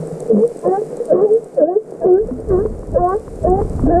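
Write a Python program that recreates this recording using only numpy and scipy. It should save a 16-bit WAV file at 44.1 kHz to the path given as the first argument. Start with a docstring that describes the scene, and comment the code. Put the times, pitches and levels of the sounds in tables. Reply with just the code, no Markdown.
"""Under water, shrimp crackle on the rocks and water gurgles around a camera's sealed housing, which
rings near 450 Hz. At 0.3 s a sea lion close by gives the first of nine barks, among gulps and knocks.
Most barks open with a rough yelp and a thump, then settle into a clearer, slowly rising tone.
A limiter turns the crackle down under the loud ones. From about 2 s, as the camera follows the dive,
water flowing over the housing rumbles and sheds big bubbles, in surges that grow toward the end."""
import sys
import numpy as np
from scipy import signal
from scipy.fft import rfft, irfft
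from scipy.io import wavfile
from scipy.ndimage import uniform_filter1d, minimum_filter1d

SR = 44100
rng = np.random.default_rng(int(sys.argv[2]) if len(sys.argv) > 2 else 0)


def inscribe(sig):
    """Save sig as 16-bit PCM at rate SR to the path in sys.argv[1].

    A 1-D sig is mono; a 2-D sig holds one channel per row.
    Samples are clipped to [-1, 1] before scaling.
    """
    pcm = np.round(np.clip(np.atleast_2d(sig).T, -1, 1) * 32767)
    wavfile.write(sys.argv[1], SR, pcm.astype(np.int16))


N = 176400
T = np.arange(N) / SR
EARS = np.array([[1], [-1]])  # opposite signs in the left and right ear


def from_db(db):
    """Turn decibels into a number to multiply by."""
    return 10 ** (np.asarray(db) / 20)


def unit_power(x):
    """Scale a sound to an average power of 1."""
    return x / np.sqrt(np.mean(x ** 2) + 1e-20)


def curves(rows):
    """Join rows of (time, values...) with straight lines, one curve per value."""
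    times, *columns = np.transpose(rows)
    return [np.interp(T, times, column) for column in columns]


def gain_at(spectrum, hz):
    """How strongly a spectrum passes the given frequencies."""
    freqs, db = np.transpose(spectrum)
    return from_db(np.interp(np.log(np.maximum(hz, 1)), np.log(freqs), db))


def colour(x, spectrum):
    """Give a sound this spectrum, ringing only after each hit (a minimum-phase filter)."""
    size = 2 * N
    gains = unit_power(gain_at(spectrum, np.arange(N + 1) * SR / size))
    cepstrum = irfft(np.log(gains))
    cepstrum[1:N] *= 2
    cepstrum[N + 1:] = 0
    return irfft(rfft(x, size) * np.exp(rfft(cepstrum)))[:N]


def noise(spectrum):
    """Noise with this spectrum and a power of 1."""
    return unit_power(colour(rng.standard_normal(N), spectrum))


def drift(rate_hz):
    """A smooth random wander, about 1 in size."""
    pole = np.exp(-2 * np.pi * rate_hz / SR)
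    wander = signal.lfilter([1], [1, -2 * pole, pole * pole], rng.standard_normal(N + SR))
    return unit_power(wander[SR:])


def keep_band(x, hz, side):
    """Keep the "low" or the "high" side of a frequency."""
    return signal.sosfilt(signal.butter(4, hz, side, fs=SR, output="sos"), x)


def resonance(hz, centre_hz, width_hz):
    """A gain of 1 at the centre that falls away on both sides."""
    return 1 / (1 + (2 * (hz - centre_hz) / width_hz) ** 2)


def die_away(age, ring_time):
    """A fade that loses 60 dB in one ring time."""
    return np.exp(-np.minimum(np.log(1000) * age / ring_time, 20))


# The nearest shrimp snaps: (time [s], relative level [dB])
NEAR_SNAPS = [(0.072, -35), (0.204, -28.5), (0.4772, -30), (0.5718, -37), (0.591, -36), (0.676, -35.5),
              (0.9695, -33), (1.055, -30.5), (1.335, -36), (1.4436, -37), (2.137, -34.5), (2.4028, -41.5),
              (3.0888, -40), (3.1654, -40), (3.43, -39.5), (3.501, -32), (3.697, -35), (3.8058, -42)]
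# How loud the distant shrimp are: (time [s], level [dB])
CRACKLE_LEVEL = [(0, -50), (1.08, -51), (1.4, -55), (2.0, -58), (2.9, -56), (3.5, -51.5), (4, -51)]
# The tone of the crackle in the housing: (frequency [Hz], relative level [dB])
CRACKLE_SPECTRUM = [(1000, -7.5), (2100, -5.5), (3200, -14.5), (4500, -11), (6400, -9.5), (7500, -5),
                    (8400, -4), (9500, -7), (11500, -16), (13500, -22.5), (15000, -33)]
# The part of the fizz that differs between the ears: (frequency [Hz], relative level [dB])
FIZZ_STEREO = [(8000, -29.5), (12500, -9.5)]
def shrimp(far_snaps_per_s=260, spread_db=4, decay_s=0.0015, ring_hz=8230, scatter_hz=406.6):
    """A few near snaps, many far ones and their merged fizz, all ringing the housing near 8 kHz."""
    level = from_db(curves(CRACKLE_LEVEL)[0])
    sizes = from_db(spread_db * np.minimum(rng.exponential(1, N), 5)) * rng.choice([-1, 1], N)
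    far = level * from_db(-6) * unit_power(sizes * (rng.random(N) < far_snaps_per_s / SR))
    near_level = np.zeros(N)
    for time, db in NEAR_SNAPS:
        near_level += from_db(db - 3.5) * (T >= time) * np.exp(-np.minimum(abs(T - time) / decay_s, 20))
    ring = np.sin(2 * np.pi * np.cumsum(ring_hz + scatter_hz * drift(11)) / SR)
    grit = rng.choice([-1, 1], N)
    snaps = keep_band(near_level * (ring + grit) + far, 4340, "high")
    fizz = level * from_db(-2) * rng.standard_normal(N)
    centre = colour(snaps + fizz, CRACKLE_SPECTRUM)
    stereo_gain = gain_at(FIZZ_STEREO, np.fft.rfftfreq(N, 1 / SR))
    sides = irfft(rfft(noise(CRACKLE_SPECTRUM)) * stereo_gain, N)
    return centre + level * sides * EARS


# The tone of stirred water in the housing: (frequency [Hz], relative level [dB])
WATER_SPECTRUM = [(25, -16), (105, -35.5), (150, -4.5), (200, -8.5), (290, -8), (370, -4), (455, 1.5),
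                  (540, -5.5), (720, -13), (900, -22.5), (1400, -28), (2300, -44), (4000, -90.5)]
# How loud the gurgling is: (time [s], level [dB])
WATER_LEVEL = [(0, -26.5), (.55, -31), (1.02, -27.5), (1.5, -33.5), (1.85, -32), (2.3, -31), (2.85, -30.5),
               (3.35, -32.5), (3.7, -29.5)]
def gurgles(plops_per_s=250, top_hz=790):
    """Small pockets of air stir the water and ring the housing, over a smooth, distant wash."""
    plops = rng.standard_normal(N) * (rng.random(N) < plops_per_s / SR)
    gurgle = unit_power(keep_band(colour(plops, WATER_SPECTRUM), top_hz, "low"))
    wash = from_db(-1) * noise(WATER_SPECTRUM)
    sides = from_db(-29.5) * noise(WATER_SPECTRUM) * EARS
    return from_db(curves(WATER_LEVEL)[0]) * (unit_power(gurgle + wash) + sides)


def big_bubbles(per_s=54, low_hz=149.3, high_hz=340, ring_cycles=8.9):
    """Each bubble rings at a random low pitch for a few cycles."""
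    out = np.zeros(N)
    for when, pitch, size in rng.random((int(per_s * N / SR), 3)):
        first = int(when * N)
        hz = low_hz * (high_hz / low_hz) ** pitch
        cycles = hz * T[:min(N - first, int(SR * ring_cycles / hz))]
        envelope = size ** 2 * (1 - np.exp(-cycles)) * die_away(cycles, ring_cycles)
        out[first:first + len(cycles)] += envelope * np.sin(2 * np.pi * cycles)
    return unit_power(out)


# Surges of water past the housing: (time [s], level [dB])
FLOW_LEVEL = [(0, -46), (.15, -53), (1.0, -66.5), (1.85, -66), (2.05, -43.5), (2.23, -27.5), (2.43, -32.5),
              (2.52, -17.5), (2.61, -22), (2.85, -32.5), (3.0, -16.5), (3.1, -35), (3.39, -31.5),
              (3.49, -11.5), (3.72, -22), (3.9, -11), (4, -12.5)]
# The tone of their rumble: (frequency [Hz], relative level [dB])
RUMBLE_SPECTRUM = [(10, -31.5), (25, 2), (80, 0), (115, -6), (170, -6.5), (300, -16), (600, -30),
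                   (1200, -37), (3000, -81)]
def flow(bubbles_db=-12.5):
    """Water rumbles over the housing and sheds bubbles; both swell and fade together."""
    level = from_db(curves(FLOW_LEVEL)[0])
    return level * (noise(RUMBLE_SPECTRUM) + from_db(bubbles_db) * big_bubbles())


# Dull knocks on the housing: (time [s], peak level [dB])
KNOCKS = [(.368, -15), (.435, -19), (2.31, -22.5), (2.66, -16.5), (2.832, -23.5), (3.28, -20.5),
          (3.617, -13), (3.795, -15.5)]
# The tone of one knock: (frequency [Hz], relative level [dB])
KNOCK_SPECTRUM = [(150, -11.5), (450, -0.5), (750, -12), (1050, -3.5), (1600, -22), (3500, -56)]
def knocks():
    """Short taps make the housing ring."""
    ring = colour(1.0 * (T == 0), KNOCK_SPECTRUM)
    taps = np.zeros(N)
    for time, db in KNOCKS:
        taps[int(time * SR)] = from_db(db)
    return signal.fftconvolve(taps, ring / abs(ring).max())[:N]


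# Gulps of water and air at the housing: (time [s], relative level [dB], pitch [Hz], ring time [s])
GULPS = [(.001, -22.5, 161.2, 0.26), (0.126, -24.5, 162, 0.21), (0.224, -17.5, 453, 0.056),
         (0.817, -13, 439, 0.074), (.928, -17.5, 479, 0.096), (1.001, -13.5, 473, 0.11),
         (1.922, -17, 506, 0.028), (2.285, -20.5, 496, 0.14), (2.312, -19.5, 253.4, 0.27),
         (2.652, -8, 429, 0.066), (3.611, -9, 435, 0.098), (3.836, -9.5, 260, 0.18),
         (3.871, -4, 307.3, 0.29)]
def gulps(rise_s=0.0013, boost_db=4.5):
    """Each pocket of air sounds a note that swells quickly and dies away."""
    out = np.zeros(N)
    for time, db, hz, ring_s in GULPS:
        first = int(time * SR)
        age = T[:N - first]
        envelope = from_db(db + boost_db) * (1 - np.exp(-age / rise_s)) * die_away(age, ring_s)
        out[first:] += envelope * np.sin(2 * np.pi * hz * age)
    return out


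def with_echo(x, echo_db=-14.5, ring_s=.2):
    """The surface and the rocks scatter a sound, adding a short, blurred tail."""
    tail = rng.standard_normal(N) * die_away(T, ring_s)
    return x + from_db(echo_db) * signal.fftconvolve(x, tail / np.linalg.norm(tail))[:N]


# The blunt thumps that open most barks: (time [s], level [dB], pitch [Hz])
THUMPS = [(.666, -6.5, 550), (1.128, 8, 527.5), (1.589, -1.5, 519.4), (2.054, -3, 437), (2.972, 3.5, 525),
          (3.455, -15.5, 474), (3.89, -4, 477)]
def thumps(width_s=0.006, sag_hz_per_s=3700):
    """A short swell of the throat, falling in pitch, overlaps the start of the voice."""
    out = np.zeros(N)
    for time, db, hz in THUMPS:
        on = abs(T - time) < 10 * width_s
        t = T[on] - time
        phase = 2 * np.pi * (hz - sag_hz_per_s * t / 2) * t
        out[on] += from_db(db) / np.cosh(t / width_s) * np.sin(phase)
    return out


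# The tone of the rasp through throat and housing: (frequency [Hz], relative level [dB])
RASP_SPECTRUM = [(100, -53), (150, -9.5), (210, -7.5), (290, -8.5), (380, -8), (450, 1), (560, -4),
                 (680, -10.5), (850, -40), (1100, -29), (1300, -38.5), (1900, -54), (3000, -73.5),
                 (6000, -110)]
def throat_rasp(flaps_per_s=84, unevenness=.3, flutter_hz=90):
    """Loose tissue flaps unevenly, with some noise from rushing air."""
    flap_rate = flaps_per_s * np.exp(unevenness * drift(flutter_hz))
    flap_count = np.floor(np.cumsum(flap_rate) / SR)
    flaps = unit_power(colour(np.diff(flap_count, prepend=0), RASP_SPECTRUM))
    return unit_power(flaps + from_db(-5.5) * noise(RASP_SPECTRUM))


# A growl one octave below the first bark: (time [s], level [dB])
GROWL_LEVEL = [(.305, -61.5), (.335, -4.5), (.378, -9), (.4, -17), (.44, -36)]
# The nine barks: (nose ring [dB], mouth ring [dB], time both rings close [s], voice rows)
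# A voice row: (time [s], pitch [Hz], level [dB], second harmonic's weight [dB], roughness [0 = clear])
BARKS = [ (-58, -56.5, 0.37, [(.287, 486.4, -25.5, -39, 0.83), (.312, 447, 0.5, -21, 0.29),
         (.335, 431.8, -13.5, -29, 0.97), (.378, 402.6, -11.5, -15, 1.2), (.42, 440, -13.5, -9.5, 0.08),
         (.447, 475.6, -4, -25, 0.12), (.478, 475, -19.5, -28.5, 0.08)]),
         (-25, -53.5, .762, [(.635, 332.6, -32.5, 7, 0.55), (.682, 362.2, -7, -3, 0.8),
         (.706, 368.5, -11.5, -11, 0.36), (.73, 378.3, -12.5, 2.5, 0.06), (.765, 393.7, -20.5, 15, 0.01),
         (.792, 424.3, -16.5, -14, 0.08)]), (-36, -43.5, 1.235, [(1.095, 320.3, -27.5, 4.5, 0.54),
         (1.118, 302.7, -3, 14, 0.37), (1.138, 360.6, 3.5, -14, 1.06), (1.165, 358.3, -1.5, -12, 0.73),
         (1.205, 371.3, -8.5, -7, 0.7), (1.245, 439.8, -1.5, -22.5, 0.3), (1.287, 395, -23.5, 4, 0.44),
         (1.32, 431, -7, -38.5, 0.2), (1.36, 456.4, -9.5, -44, 0.05), (1.39, 464.6, -22.5, -33, 0.12)]),
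         (-43, -42.5, 1.74, [(1.57, 356, -31, 6, 0.44), (1.606, 319, -12.5, -5.5, 0.54),
         (1.638, 290, 13, -2.5, 0), (1.662, 316.5, -7.5, -17, 0.31), (1.69, 349.3, -0.5, 5, 0.1),
         (1.748, 385.7, -19, -8, 0.24), (1.769, 427, 3, -26.5, 0), (1.793, 438, -17, -22, 0.16)]),
         (-37, -49.5, 2.185, [(2.02, 340, -19.5, 10, 0.56), (2.042, 321.3, -17, 13.5, 0.33),
         (2.06, 383.5, -1.5, -19.5, 0.79), (2.095, 361, -7, -6, 0.14), (2.128, 361.7, 2, -15, 0.15),
         (2.158, 375.5, -2.5, -17, 0.05), (2.178, 394.3, -8.5, -18.5, 0.2), (2.213, 444.2, -11, -38, 0)]),
         (-36, -51, 2.612, [(2.48, 450.6, -28, -19.5, 0.25), (2.512, 384.8, -12, -24, 0.37),
         (2.55, 359.7, -10.5, -9.5, 0.19), (2.572, 362.4, -17, -10.5, 0.3),
         (2.612, 407.7, -16, -20.5, 0.27), (2.645, 464, -27.5, -30, 0)]),
         (-21, -49.5, 3.135, [(2.947, 335.3, -25, 14, 0.38), (2.965, 312, -11, 11.5, 0.23),
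         (2.988, 355, -14.5, 2.5, 0.15), (3.05, 354, -5.5, 13.5, 0), (3.1, 370.3, -22.5, 2, 0.01),
         (3.135, 389, -18, 1, 0.03), (3.159, 434, -14.5, -7.5, 0.15)]),
         (-33.5, -48, 3.605, [(3.439, 325, -23, 4, 0.34), (3.45, 307.3, -3.5, 20, 0.55),
         (3.468, 349.7, -9.5, 6, 0.81), (3.5, 362.4, -9, -1, 0.04), (3.53, 369.8, -3, 1.5, 0.09),
         (3.57, 393.8, -14.5, 0, 0.43), (3.6, 399.8, -16.5, 7, 0.46), (3.63, 447, -26, -23, 0.54)]),
         (-37.5, -35.5, 4, [(3.87, 340, -14.5, 4, 0.72), (3.895, 310, -5.5, -2, 0.97),
         (3.913, 351.2, -4.5, 3, 0.38), (3.95, 333.8, -1.5, -0.5, 0.04), (3.98, 358.6, -2, 6.5, 0.12),
         (4.0, 366, -8.5, 4.5, 0)]), ]
# How throat, water and housing balance the two lowest harmonics: (frequency [Hz], weight [dB])
THROAT_SPECTRUM = [(280, -6), (360, 4), (450, -0.5), (580, 12), (720, -0.5), (800, -3.5), (900, -20)]
def barks(attack_s=.008, release_s=.016, ring_rise_s=0.046, pitch_shake=.018, level_shake=0.44):
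    """Two low harmonics carry each bark; three higher ones ring in the nose and mouth."""
    out = np.zeros(N)
    rasp = from_db(-1) * throat_rasp()
    pitch_flutter, level_flutter = drift(90), drift(90)
    growl = from_db(curves(GROWL_LEVEL)[0]) * (T > GROWL_LEVEL[0][0]) * (T < GROWL_LEVEL[-1][0])
    harmonic = np.arange(1, 6)[:, None]  # tones at 1 to 5 times the pitch
    waver = from_db(5.5 * np.array([drift(10) for _ in harmonic]))  # from travelling through water
    fray = from_db(-3) * np.array([drift(110) for _ in harmonic])  # each harmonic's own hoarseness
    for nose_db, mouth_db, close_s, rows in BARKS:
        start, end = rows[0][0], rows[-1][0]
        on = (T > start - 10 * attack_s) & (T < end + 10 * release_s)
        t = T[on]
        hz, db, second_db, rough = [curve[on] for curve in curves(rows)]
        fade_in = np.exp(np.minimum(t - start, 0) / attack_s)
        fade_out = np.exp(-np.maximum(t - end, 0) / release_s)

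        # Roughness shakes the pitch and the loudness, and mixes in the rasp.
        phase = 2 * np.pi * np.cumsum(hz * (1 + pitch_shake * rough * pitch_flutter[on])) / SR
        tones = np.sqrt(2) * np.sin(harmonic * phase) * (1 + level_shake * rough * level_flutter[on])
        lowest_two = (harmonic == 1) + from_db(second_db) * (harmonic == 2)
        weights = gain_at(THROAT_SPECTRUM, harmonic * hz) * lowest_two
        voice = (weights * tones).sum(0) / np.sqrt((weights ** 2).sum(0)) + rough * rasp[on]
        lower = from_db(db) * fade_in * fade_out * voice / np.sqrt(1 + rough ** 2)

        # The nose and mouth rings swell more slowly than the voice.
        nose = from_db(nose_db) * resonance(harmonic * hz, centre_hz=1088, width_hz=130)
        mouth = from_db(mouth_db) * resonance(harmonic * hz, centre_hz=1556, width_hz=310)
        opening = np.clip((t - start + attack_s) / ring_rise_s, 0, 1)
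        closing = np.exp(-np.maximum(t - close_s, 0) / release_s)
        hoarse = tones + np.sqrt(2 * rough) * fray[:, on] * np.cos(harmonic * phase)
        upper = opening * closing * ((nose + mouth) * (harmonic > 2) * waver[:, on] * hoarse).sum(0)
        out[on] += lower + upper + growl[on] * np.sqrt(2) * np.sin(phase / 2)
    return out


def scene():
    """The sea lion and the water around it, nearly the same in both ears."""
    sea_lion = with_echo(barks() + thumps())
    return sea_lion + gulps() + knocks() + gurgles() + flow() + shrimp()


def record(dry, limit_db=-5.5, share=0.81, recovery_db_per_s=81, window_s=0.0035, top_hz=15000):
    """A limiter turns loud moments down fast and recovers slowly; then the highest treble is cut."""
    window = int(window_s * SR)
    level_db = 20 * np.log10(abs(dry).max(0) + 1e-9)
    cut_db = share * np.maximum(level_db - limit_db, 0)
    held_db = np.maximum.accumulate(cut_db + recovery_db_per_s * T) - recovery_db_per_s * T
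    gain = from_db(uniform_filter1d(minimum_filter1d(-held_db, window), window))
    return signal.sosfilt(signal.cheby2(12, 70, top_hz, fs=SR, output="sos"), dry * gain)


dry = scene()
out = record(dry)
inscribe(out)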